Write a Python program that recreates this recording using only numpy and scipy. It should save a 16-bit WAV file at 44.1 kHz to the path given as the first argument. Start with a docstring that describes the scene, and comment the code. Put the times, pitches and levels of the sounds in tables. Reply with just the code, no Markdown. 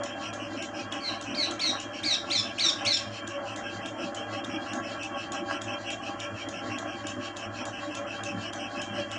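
"""A milking machine runs on a cow in an open shed. Its pulsator's slide strikes each end stop in turn,
ringing the valve body and letting air rush into the tubes. Beneath this the vacuum pump hums, booms,
rattles and whistles, and its belt rubs once a turn. A small bird gives seven squeaky chirps, gliding
harmonic tones that reverberate under the roof. A few dull thuds lie in the shed's low rumble."""
import sys
import numpy as np
from scipy import signal
from scipy.fft import rfft, irfft, next_fast_len
from scipy.io import wavfile
from scipy.ndimage import uniform_filter1d, map_coordinates

SR = 44100
rng = np.random.default_rng(int(sys.argv[2]) if len(sys.argv) > 2 else 0)


def to_wav(sig):
    """Store sig (one row per channel, or 1-D mono) as 16-bit WAV at the path in sys.argv[1].

    Samples outside -1..1 are clipped; the rate is SR.
    """
    pcm = np.clip(np.atleast_2d(sig), -1, 1) * 32767
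    pcm = np.round(pcm).astype(np.int16)
    wavfile.write(sys.argv[1], SR, pcm.T)  # frames by channels


N = 405043
T = np.arange(N) / SR
SIZE = next_fast_len(N, True)
FREQ = np.maximum(np.arange(SIZE // 2 + 1) * SR / SIZE, 1)
SWAY_HZ = 1.522  # slow swing in the level of hum and casing

# Slow changes in the level of exhaust and casing. Each row: time in seconds, gain in dB.
PUMP_LOAD = [(0, 1), (1.7, -0.5), (1.95, -1), (2.3, -0.5), (2.56, -0.5), (2.8, 2.5), (3.1, -1.5),
             (3.6, 1.5), (4.4, 1.5), (5.1, 1), (6.15, 1), (6.37, -2), (6.6, 2), (7.35, -1), (7.9, 1),
             (9.1, 0.5)]


def undb(db):
    """Decibels to amplitude ratio."""
    return 10 ** (np.asarray(db) / 20)


def unit(x):
    """Normalise to rms 1."""
    return x / np.sqrt(np.mean(x ** 2))


def even(x):
    """Hold the running rms at 1, keeping the fast grain."""
    return x / np.sqrt(uniform_filter1d(x ** 2, size=3500))


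def slope(points):
    """Frequency response through (Hz, dB) points, rolling off beyond both ends."""
    hz, db = np.transpose(points)
    gain = undb(np.interp(np.log(FREQ), np.log(np.sort(hz)), db))
    return gain * np.minimum(FREQ / hz.min(), 1) ** 3 * np.minimum(hz.max() / FREQ, 1) ** 6


def resonances(modes, skirt):
    """Response of (Hz, width in Hz, dB) modes added in power; skirt steepens their flanks."""
    powers = (undb(db) ** 2 / (1 + ((FREQ - hz) / width) ** 2) ** skirt for hz, width, db in modes)
    return np.sqrt(sum(powers))


def colour(x, gain):
    """Filter by a frequency response."""
    return irfft(rfft(x, SIZE) * gain, SIZE)[:N]


def walk(rate_hz):
    """Low-pass random fluctuation of rms 1."""
    draws = rfft(rng.standard_normal(SIZE // 16))
    return unit(irfft(draws * np.exp(-(FREQ[:len(draws)] / rate_hz) ** 2), SIZE)[:N])


def noise(gain, grain_db=0):
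    """Coloured noise of rms 1; grain_db breaks its excitation into millisecond bursts."""
    grain = undb(grain_db * walk(400)) if grain_db else 1
    return unit(colour(rng.standard_normal(N) * grain, gain))


def hiss(points, flicker_db, count=11):
    """Turbulence: interleaved narrow noise bands fluctuate independently in level."""
    band_hz, hold_s = 150, .06
    spectrum = rfft(rng.standard_normal(SIZE)) * slope(points)
    band = (FREQ / band_hz).astype(int) % count
    knots = np.arange(0, T[-1] + hold_s, hold_s)
    gains = undb(flicker_db * rng.standard_normal((count, len(knots))))
    return unit(sum(irfft(spectrum * (band == k), SIZE)[:N] * np.interp(T, knots, gains[k])
                    for k in range(count)))


def cycle(hz, crest_s):
    """Sinusoidal swing between -1 and 1."""
    return np.cos(2 * np.pi * hz * (T - crest_s))


def bursts(rows, rise_s, fall_s):
    """Envelope of (s, dB) bursts with exponential growth and decay."""
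    out, age = np.zeros(N), T[:SR // 2]
    shape = (1 - np.exp(-age / rise_s)) * np.exp(-age / fall_s)
    for s, db in rows:
        start = max(int(s * SR), 0)
        out[start:start + len(age)] += undb(db) * shape[:N - start]
    return out


def surging(steady_db, rows, width_s):
    """Envelope of a running level with Gaussian (s, dB) surges added in power."""
    surges = sum(undb(db) ** 2 * np.exp(-((T - s) / width_s) ** 2) for s, db in rows)
    return np.sqrt(undb(steady_db) ** 2 + surges)


def shed(x, wet_db, t60, floor_db):
    """Reverberation: direct sound, a reflection off the concrete floor and a diffuse tail."""
    age = T[:SR]
    tail = rng.standard_normal(SR) * undb(-60 * age / t60) * (1 - np.exp(-age / .0052))
    response = undb(wet_db) * tail / np.sqrt(np.sum(tail ** 2))
    response[int(.0028 * SR)] += undb(floor_db)
    response[0] = 1
    return signal.fftconvolve(x, response / np.sqrt(np.sum(response ** 2)))[:N]


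def throb():
    """Amplitude modulation, once per turn of the pump shaft."""
    return cycle(hz=5.235, crest_s=.186)


def waver(x):
    """Frequency modulation: every pitch drifts with the pump's speed."""
    return map_coordinates(x, [np.cumsum(1 + .005 * walk(5))], order=1, mode="mirror")


def belt_turn(delay_s):
    """Phase modulation: the belt's cycle runs early or late as it slips."""
    # Each row: time in seconds, lag in seconds.
    slip = [(.4, -.007), (1, 0.0051), (1.7, 0.0011), (2.5, -0.019), (3.9, -0.00013), (4.6, -0.00032),
            (5.5, -0.021), (6, -0.0098), (7.1, -0.014), (7.7, -0.01), (8.3, -0.00011), (9.1, 0.0071)]
    return cycle(hz=5.863, crest_s=.101 + delay_s + np.interp(T, *np.transpose(slip)))


def motor():
    """Forced vibration: the motor hums in a few wandering spectral lines."""
    # Each row: frequency in Hz, relative level in dB.
    lines = [(50, -25.5), (102.3, -22.5), (105, -5.5), (112, -11.5), (209.5, -9)]
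    # Each row: time of a swell in seconds, level in dB.
    swells = [(2.40, -39), (2.87, -43), (3.08, -41.5), (3.51, -46), (4.91, -48), (6.34, -41), (6.71, -40),
              (7.10, -42.5), (7.48, -40), (7.70, -47), (8.39, -37), (8.91, -41)]
    hum = unit(sum(undb(db) * np.sin(2 * np.pi * np.cumsum(hz * (1 + .0111 * walk(5.64))) / SR)
                   for hz, db in lines))
    level_db = -51 + 1.6 * cycle(SWAY_HZ, crest_s=.41) + 2.6 * walk(13)
    return hum * surging(level_db, swells, width_s=.017)


def exhaust():
    """Resonance: uneven noise excites the exhaust's low modes, which boom and chuff."""
    # Each row: frequency in Hz, width in Hz, relative level in dB.
    modes = [(185.3, 20, -5), (216.5, 15, -2), (248, 12, 5.5), (286, 51, 2.5), (308, 39.5, 6),
             (344.2, 7.6, 7.5)]
    # Each row: time of a chuff in seconds, level in dB.
    chuffs = [(.538, -36.5), (.62, -39), (.8, -38.5), (.97, -38.5), (1.13, -48), (1.3, -39.5), (1.36, -35),
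              (1.52, -37), (1.69, -37.5), (2.06, -39), (2.3, -40), (2.9, -64), (3.88, -52), (4.04, -35.5),
              (4.33, -48), (4.55, -35.5), (4.77, -34.5), (5.42, -35.5), (5.55, -39.5), (5.72, -41.5),
              (6.1, -43), (6.48, -42), (6.67, -38.5), (6.75, -37), (6.87, -42), (7.19, -36.5), (7.62, -41),
              (7.89, -38), (8.35, -40), (8.62, -40), (8.79, -44), (8.99, -38.5)]
    boom = even(waver(noise(resonances(modes, skirt=3.8), grain_db=3.5)))
    level_db = -45.5 + np.interp(T, *np.transpose(PUMP_LOAD)) + .5 * throb() + 2.6 * walk(27)
    return boom * surging(level_db, chuffs, width_s=.027)


def casing():
    """Modal vibration: each mode flares by itself; a shudder drives those near its pitch hardest."""
    # Each row: frequency in Hz, width in Hz, relative level in dB.
    modes = [(452, 24, -3), (583, 32, 2), (620, 64, -5.5), (622, 91, -3.5), (667, 20.4, 5), (745, 55, -5.5),
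             (723, 28, -0.5), (796, 13, 10.5), (900, 25, -5), (1033, 40, -0.5), (1113.3, 15.7, 8),
             (1170, 40, -28), (1257, 78, -4), (1356.6, 20.3, 4), (1420, 22, -13.5), (1500, 46, -5),
             (1617, 20.8, 7), (1680, 12, -4), (1703, 40, -0.5), (1967, 97, -6)]
    # Each row: time of a shudder in seconds, level in dB, centre frequency in Hz.
    shudders = [(0.029, -38.5, 900), (.95, -38, 1400), (1.119, -38.5, 835), (1.502, -40.5, 900),
                (1.75, -35.5, 870), (2.842, -39, 900), (3.4, -40, 900), (4.1, -58, 800), (4.321, -37, 720),
                (4.68, -42, 800), (4.78, -36.5, 1000), (5.16, -40, 900), (5.36, -38.5, 1500),
                (5.52, -32.5, 1210), (5.73, -39.5, 1200), (6.07, -43, 800), (6.78, -42.5, 1200),
                (6.87, -40, 1300), (7.67, -38.5, 1020), (8.02, -48, 1100), (8.79, -50, 900),
                (8.97, -41, 1100)]
    rattle = np.zeros(N)
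    for hz, width, db in modes:
        flare = undb(db + 3 * walk(7.4))
        rattle += flare * np.sqrt(width) * noise(resonances([(hz, width, 0)], skirt=1.64))
    level_db = -41.5 + np.interp(T, *np.transpose(PUMP_LOAD))
    swing_db = 1.5 * throb() + .7 * cycle(SWAY_HZ, crest_s=.21) + 1.16 * walk(120)
    out = even(waver(rattle)) * undb(level_db + swing_db)
    shaken = even(noise(resonances(modes, skirt=2.4), grain_db=5))
    width_s, width_octaves = .03, .8
    for s, db, hz in shudders:
        span = np.flatnonzero(np.abs(T - s) < .12)
        freq = np.maximum(np.fft.rfftfreq(len(span), 1 / SR), 1)
        band = np.exp(-(np.log2(freq / hz) / width_octaves) ** 2 / 2)
        ring = unit(irfft(rfft(shaken[span]) * band, len(span)))
        out[span] += ring * undb(db) * np.exp(-((T[span] - s) / width_s) ** 2 / 2)
    return out


def drone():
    """Light damping: the casing's strongest mode rings up as the pump labours."""
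    # Each row: time of a surge in seconds, level in dB.
    surges = [(.01, -33), (.45, -42.5), (1.41, -36), (1.57, -47), (1.73, -48), (2.32, -43), (2.88, -37),
              (3.25, -47), (3.37, -35.5), (3.43, -40), (3.68, -47), (3.95, -52), (4.1, -40.5),
              (4.35, -40.5), (4.56, -45), (4.88, -39.5), (5.16, -43), (5.42, -40), (5.53, -42),
              (5.72, -41.5), (5.9, -48), (6.28, -43), (6.7, -53), (6.87, -47), (7.05, -44), (7.2, -40),
              (7.45, -45), (7.68, -43.5), (7.86, -38.5), (8.03, -35), (8.3, -40), (8.6, -44), (8.8, -40.5),
              (9, -33.5), (9.07, -46)]
    ring = even(waver(noise(resonances([(576.7, 8, 0)], skirt=2.25))))
    return ring * surging(-49 + 1.7 * throb(), surges, width_s=.032)


def whistle():
    """Pipe resonance: the vacuum line whistles, louder just after the belt grips."""
    # Each row: frequency in Hz, width in Hz, relative level in dB.
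    modes = [(2294, 47, -2.5), (2406, 26, 3), (2746, 97, -0.5), (3252, 46, 5), (3140, 26, 5.5),
             (3171, 21, 9)]
    # Each row: time of a flare in seconds, level in dB.
    flares = [(3.22, -48), (3.86, -49), (4.56, -40.5), (4.74, -56), (5.08, -53), (5.75, -40), (5.91, -38.5),
              (6.44, -42), (6.93, -47), (8.45, -51), (9.02, -40.5)]
    pipe = even(waver(noise(resonances(modes, skirt=5.2), grain_db=3)))
    level_db = -50 + throb() + 2.8 * belt_turn(delay_s=.04) + 2.3 * walk(12)
    return pipe * surging(level_db, flares, width_s=.022)


def ambience():
    """Broadband background noise: the shed's rumble and the faint hiss of its air."""
    # Two spectra. Each row: frequency in Hz, relative level in dB.
    rumble_spectrum = [(20, -12.5), (50, -6.5), (90, 2.5), (140, -0.5), (400, -7.5), (900, -6.5),
                       (1800, -2.5), (2200, -26)]
    air_spectrum = [(2200, -13.5), (3250, 0.5), (3600, -31), (4300, -10.5), (7200, -8), (8000, -20),
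                    (9800, -25), (10600, -61)]
    rumble = noise(slope(rumble_spectrum), grain_db=3.5) * undb(-50.5 + walk(4.3))
    return rumble + hiss(air_spectrum, flicker_db=5) * undb(-60.5)


def valve(strokes):
    """Impact excitation: the slide strikes alternate end stops, ringing the valve's damped modes."""
    # Each row: frequency in Hz, 60 dB decay time in seconds, relative dB at the first stop, at the second.
    modes = [(3245, 0.03, 0, -4), (3300, 0.032, -16, 8), (3700, 0.03, -2, -0.5), (4260, 0.0052, -10, -38),
             (4730, 0.043, -28, -10), (5300, 0.035, -21, -8), (5960, 0.035, -13, -1), (6160, 0.012, -3, 3),
             (6990, 0.034, 5.5, 5.5), (6730, 0.0077, 1, -1.5), (7940, 0.15, -17, -14.5),
             (9240, 0.012, -12.5, -32.5)]
    hz, t60, *side_db = np.transpose(modes)[:, :, None]
    out, age = np.zeros(N + SR), T[:SR // 8]
    attack = 1 - np.exp(-age / .00064)
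    for k, (s, db) in enumerate(strokes):
        phase, detune, scatter = rng.standard_normal((3, len(hz), 1))
        partials = np.sin(2 * np.pi * (hz * (1 + .0054 * detune) * age + phase))
        decay = undb(side_db[k % 2] + 3 * scatter - 60 * age / t60)
        out[int(s * SR):][:len(age)] += undb(db) * (partials * decay).sum(0) * attack
    return out[:N]


def airflow(strokes):
    """Turbulent flow: air puffs in at the valve, then rushes through the tubes as the liners move."""
    # Two spectra. Each row: frequency in Hz, relative level in dB.
    puff_spectrum = [(2500, -33.5), (3400, 4.5), (4300, 0), (4900, -3), (5600, 4), (6300, 8.5), (7200, 5),
                     (7700, -5.5), (8500, -14), (9600, -48), (10500, -40)]
    rush_spectrum = [(2500, -19.5), (3500, -3.5), (4100, 6), (4700, 3.5), (5300, -2.5), (6100, -2.5),
                     (6700, -1), (7300, 0.5), (7700, -21), (8600, -14), (10000, -49)]
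    wait_s, width_s = .0079, .045
    puffs = hiss(puff_spectrum, flicker_db=5) * bursts(strokes + [wait_s, 0], rise_s=.015, fall_s=.025)
    # Each row, one for each side: delay after the stroke in seconds, level in dB.
    liners = [(.19, -49.5), (.205, -52)]
    swell = sum(undb(db) * np.exp(-((T - s - delay) / width_s) ** 2)
                for side, (delay, db) in enumerate(liners) for s in strokes[side::2, 0])
    rush = hiss(rush_spectrum, flicker_db=3) * swell * undb(.5 + .67 * walk(1.8))
    return undb(-3.5) * puffs + rush


def pulsator():
    """Impact and friction: the slide knocks, rebounds and admits air, scraping on each return."""
    # Strokes over and back in turn. Each row: start in seconds, relative level in dB.
    strokes = [(0.0348, -32), (.3345, -36), (.6235, -32.5), (0.923, -34.5), (1.2115, -34), (1.51, -34),
               (1.8, -34.5), (2.098, -42), (2.387, -35), (2.687, -31), (2.972, -33), (3.275, -36),
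               (3.5605, -34), (3.8589, -36.5), (4.1465, -33.5), (4.444, -38.5), (4.7333, -33),
               (5.032, -35.5), (5.3197, -32), (5.6172, -34), (5.903, -32.5), (6.2005, -36.5),
               (6.4865, -35.5), (6.785, -36.5), (7.0687, -31.5), (7.367, -34.5), (7.6525, -33),
               (7.9505, -34), (8.2352, -32.5), (8.5328, -34.5), (8.8166, -33), (9.1145, -36.5)]
    strokes = np.array(strokes)
    lead_s = .0055
    scrape = noise(slope([(3000, 8), (5500, -1), (7500, -3), (8500, -30)]))
    scrape *= bursts(strokes[1::2] - [lead_s, 0], rise_s=.0016, fall_s=.0021)
    rebounds = strokes + rng.uniform([.004, -12], [.013, -2], strokes.shape)  # later and weaker
    crack = noise(slope([(2500, -4), (3500, -1), (7200, -2.5), (8200, -11), (10500, -14.5)]))
    crack *= bursts(np.vstack([strokes, rebounds]), rise_s=.001, fall_s=.0028)
    knocks = shed(undb(-3) * valve(strokes) + undb(4) * crack, wet_db=-13, t60=.25, floor_db=-14)
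    return undb(-.5) * scrape + undb(-3) * knocks + airflow(strokes)


def belt():
    """Friction noise: the belt rubs its pulley for half of each turn and almost lets go between."""
    # A band and its octave. Each row: frequency in Hz, relative level in dB.
    spectrum = [(1700, -36), (2250, -5), (2480, -4), (2620, 8), (2850, 1.5), (3050, 5.5), (3300, -26.5),
                (3500, -57), (4600, -47), (5100, -8), (5500, -7), (5850, -7.5), (6400, -31.5),
                (8300, -23.5), (9500, -64.5)]
    # How hard the belt rubs. Each row: time in seconds, level in dB.
    rubbing = [(.1, -44), (.25, -40), (.45, -40.5), (1.6, -41.5), (3, -43), (3.4, -42), (4.6, -42.5),
               (5.4, -39), (7, -42.5), (8.5, -40.5)]
    grip = (1 + np.tanh(2 * belt_turn(delay_s=0) - .35)) / 2
    rub = even(hiss(spectrum, flicker_db=5))
    return rub * (.02 + grip) * undb(np.interp(T, *np.transpose(rubbing)) + 1.4 * walk(8))


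def chirp(t, rasp, curve):
    """A frequency-modulated harmonic series starts hoarse, sweeps up, then sinks trembling."""
    fundamental_db, fourth_db = -15, -16  # relative to the second and third harmonics
    rasp_db, hoarse_db, hoarse_s, tremble_hz = -19, 14, .024, 110
    s, second_hz, second_db, third_db = np.transpose(curve)
    pitch_hz = uniform_filter1d(np.interp(t, s, second_hz), size=200) / 2
    second, third = undb(np.interp(t, s, second_db)), undb(np.interp(t, s, third_db))
    jitter, drift = rng.standard_normal((2, len(t)))
    quaver = .02 * unit(uniform_filter1d(jitter, size=40))
    rate_hz = tremble_hz * (1 + unit(uniform_filter1d(drift, size=200)) / 2)
    tremble = .012 * np.sin(2 * np.pi * np.cumsum(rate_hz) / SR)
    phase = 2 * np.pi * np.cumsum(pitch_hz * (1 + quaver + tremble)) / SR
    age = t - t[0]
    clear = 1 - np.exp(-(age / hoarse_s / 2) ** 2)  # overtones emerge as the hoarseness fades
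    harmonics = [second * undb(fundamental_db), second, third * clear,
                 third * clear ** 2 * undb(fourth_db)]
    tone = sum(np.sqrt(2) * gain * np.sin(k * phase) for k, gain in enumerate(harmonics, 1))
    hoarse = np.hypot(second, third) * undb(rasp_db + hoarse_db * np.exp(-age / hoarse_s))
    return (tone + rasp * hoarse) * signal.windows.tukey(len(t), .13)


def bird():
    """Source and filter: chirps, growing louder and harsher, pass the resonances of throat and beak."""
    # One curve a chirp. Each row: time in seconds, frequency of the second harmonic in Hz,
    # source levels of the second and third harmonics in dB.
    curves = [
        [(1.005, 4400, -49, -66), (1.025, 4580, -45, -64), (1.05, 4230, -34.5, -57), (1.08, 4130, -29, -56),
         (1.097, 4020, -35, -55), (1.11, 3640, -44, -52)],
        [(1.343, 3300, -42, -60), (1.35, 4110, -35.5, -66), (1.361, 5130, -42, -58), (1.383, 4470, -31.5, -52),
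         (1.41, 4230, -29.5, -49), (1.435, 3930, -26, -46), (1.452, 3980, -29, -42), (1.468, 3300, -48, -49)],
        [(1.595, 3110, -33.5, -44), (1.607, 4040, -32, -46), (1.618, 4670, -31, -34), (1.635, 4250, -29.5, -47),
         (1.654, 4244, -25.5, -45), (1.675, 3856, -27.5, -35), (1.7, 3840, -27, -37.5), (1.717, 3370, -42, -41)],
        [(2.032, 3036, -34, -46), (2.042, 3930, -31.5, -51), (2.053, 5000, -33, -45), (2.066, 4550, -27, -40),
         (2.092, 4250, -30, -45), (2.122, 3780, -24, -38), (2.142, 3710, -25, -30), (2.156, 3120, -40, -38)],
        [(2.299, 2750, -37, -34), (2.316, 4030, -26, -37), (2.334, 4710, -31, -36), (2.345, 4220, -34, -44),
         (2.354, 4170, -23, -36), (2.378, 3557, -28, -31), (2.402, 3516, -27, -28), (2.416, 3170, -41, -40)],
        [(2.583, 2650, -35, -35), (2.597, 3620, -28, -26), (2.612, 4640, -25.5, -41), (2.63, 4030, -31, -38),
         (2.648, 3960, -21.5, -30), (2.668, 3620, -25.5, -27), (2.69, 3740, -22.5, -31),
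         (2.706, 3060, -32, -29.5)],
        [(2.85, 2630, -31, -32), (2.866, 3700, -29.5, -20), (2.879, 4410, -24, -36), (2.9, 4190, -30.5, -43),
         (2.917, 4090, -20.5, -46), (2.938, 3470, -28, -21), (2.962, 3670, -33, -34), (2.975, 3050, -33, -33)],
    ]
    # Each row: frequency in Hz, gain in dB.
    throat = [(1800, -11), (2300, 10), (2900, 0), (3700, -0.5), (4400, 2), (4950, -0.5), (5500, 2),
              (6200, 1), (7200, 3.5), (8100, 1), (8900, 6.5), (10000, -1)]
    out, flutter = np.zeros(N), undb(1.2 * walk(150))
    rasp = noise(slope([(1800, -8), (2400, 6.5), (4000, -16), (5300, 5), (6500, -.5),
                        (7400, -9), (8200, -6.5), (9000, -12), (10000, -38)]))
    for curve in curves:
        span = np.flatnonzero((T > curve[0][0] - .005) & (T < curve[-1][0] + .005))
        out[span] += chirp(T[span], rasp[span], curve)
    return shed(colour(out * flutter, slope(throat)), wet_db=-4, t60=.29, floor_db=-13)


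def thuds():
    """Masking: dull distant bumps are nearly buried in the hum."""
    # Each row: start in seconds, relative level in dB.
    bumps = [(3.73, -37.5), (8.29, -32), (8.90, -30)]
    low_band = noise(slope([(110, -17), (140, -29), (175, 23), (220, 7)]))
    return low_band * bursts(bumps, rise_s=.032, fall_s=.056)


def clinks():
    """Free decay: a square hit on the valve's end stop leaves a short ring."""
    # Each row: start in seconds, relative level in dB.
    hits = [(3.8595, -36), (4.4445, -28.5), (5.0315, -35), (5.3183, -40), (5.903, -40), (6.2013, -32)]
    ring_hz, t60 = 3620, .027
    ring = even(noise(resonances([(ring_hz, 110, 0)], skirt=2.3)))
    return ring * bursts(hits, rise_s=.002, fall_s=t60 / np.log(1000))


def scene():
    """Superposition of machine, bird and shed in one channel."""
    pump = motor() + exhaust() + casing() + drone() + whistle()
    return (pump + ambience() + pulsator() + belt() + bird() + thuds() + clinks())[None]


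def record(dry):
    """A steep low-pass filter removes the highest treble."""
    cutoff_hz = 10450
    return signal.sosfilt(signal.ellip(10, .2, 70, cutoff_hz, fs=SR, output="sos"), dry)


dry = scene()
out = record(dry)
to_wav(out)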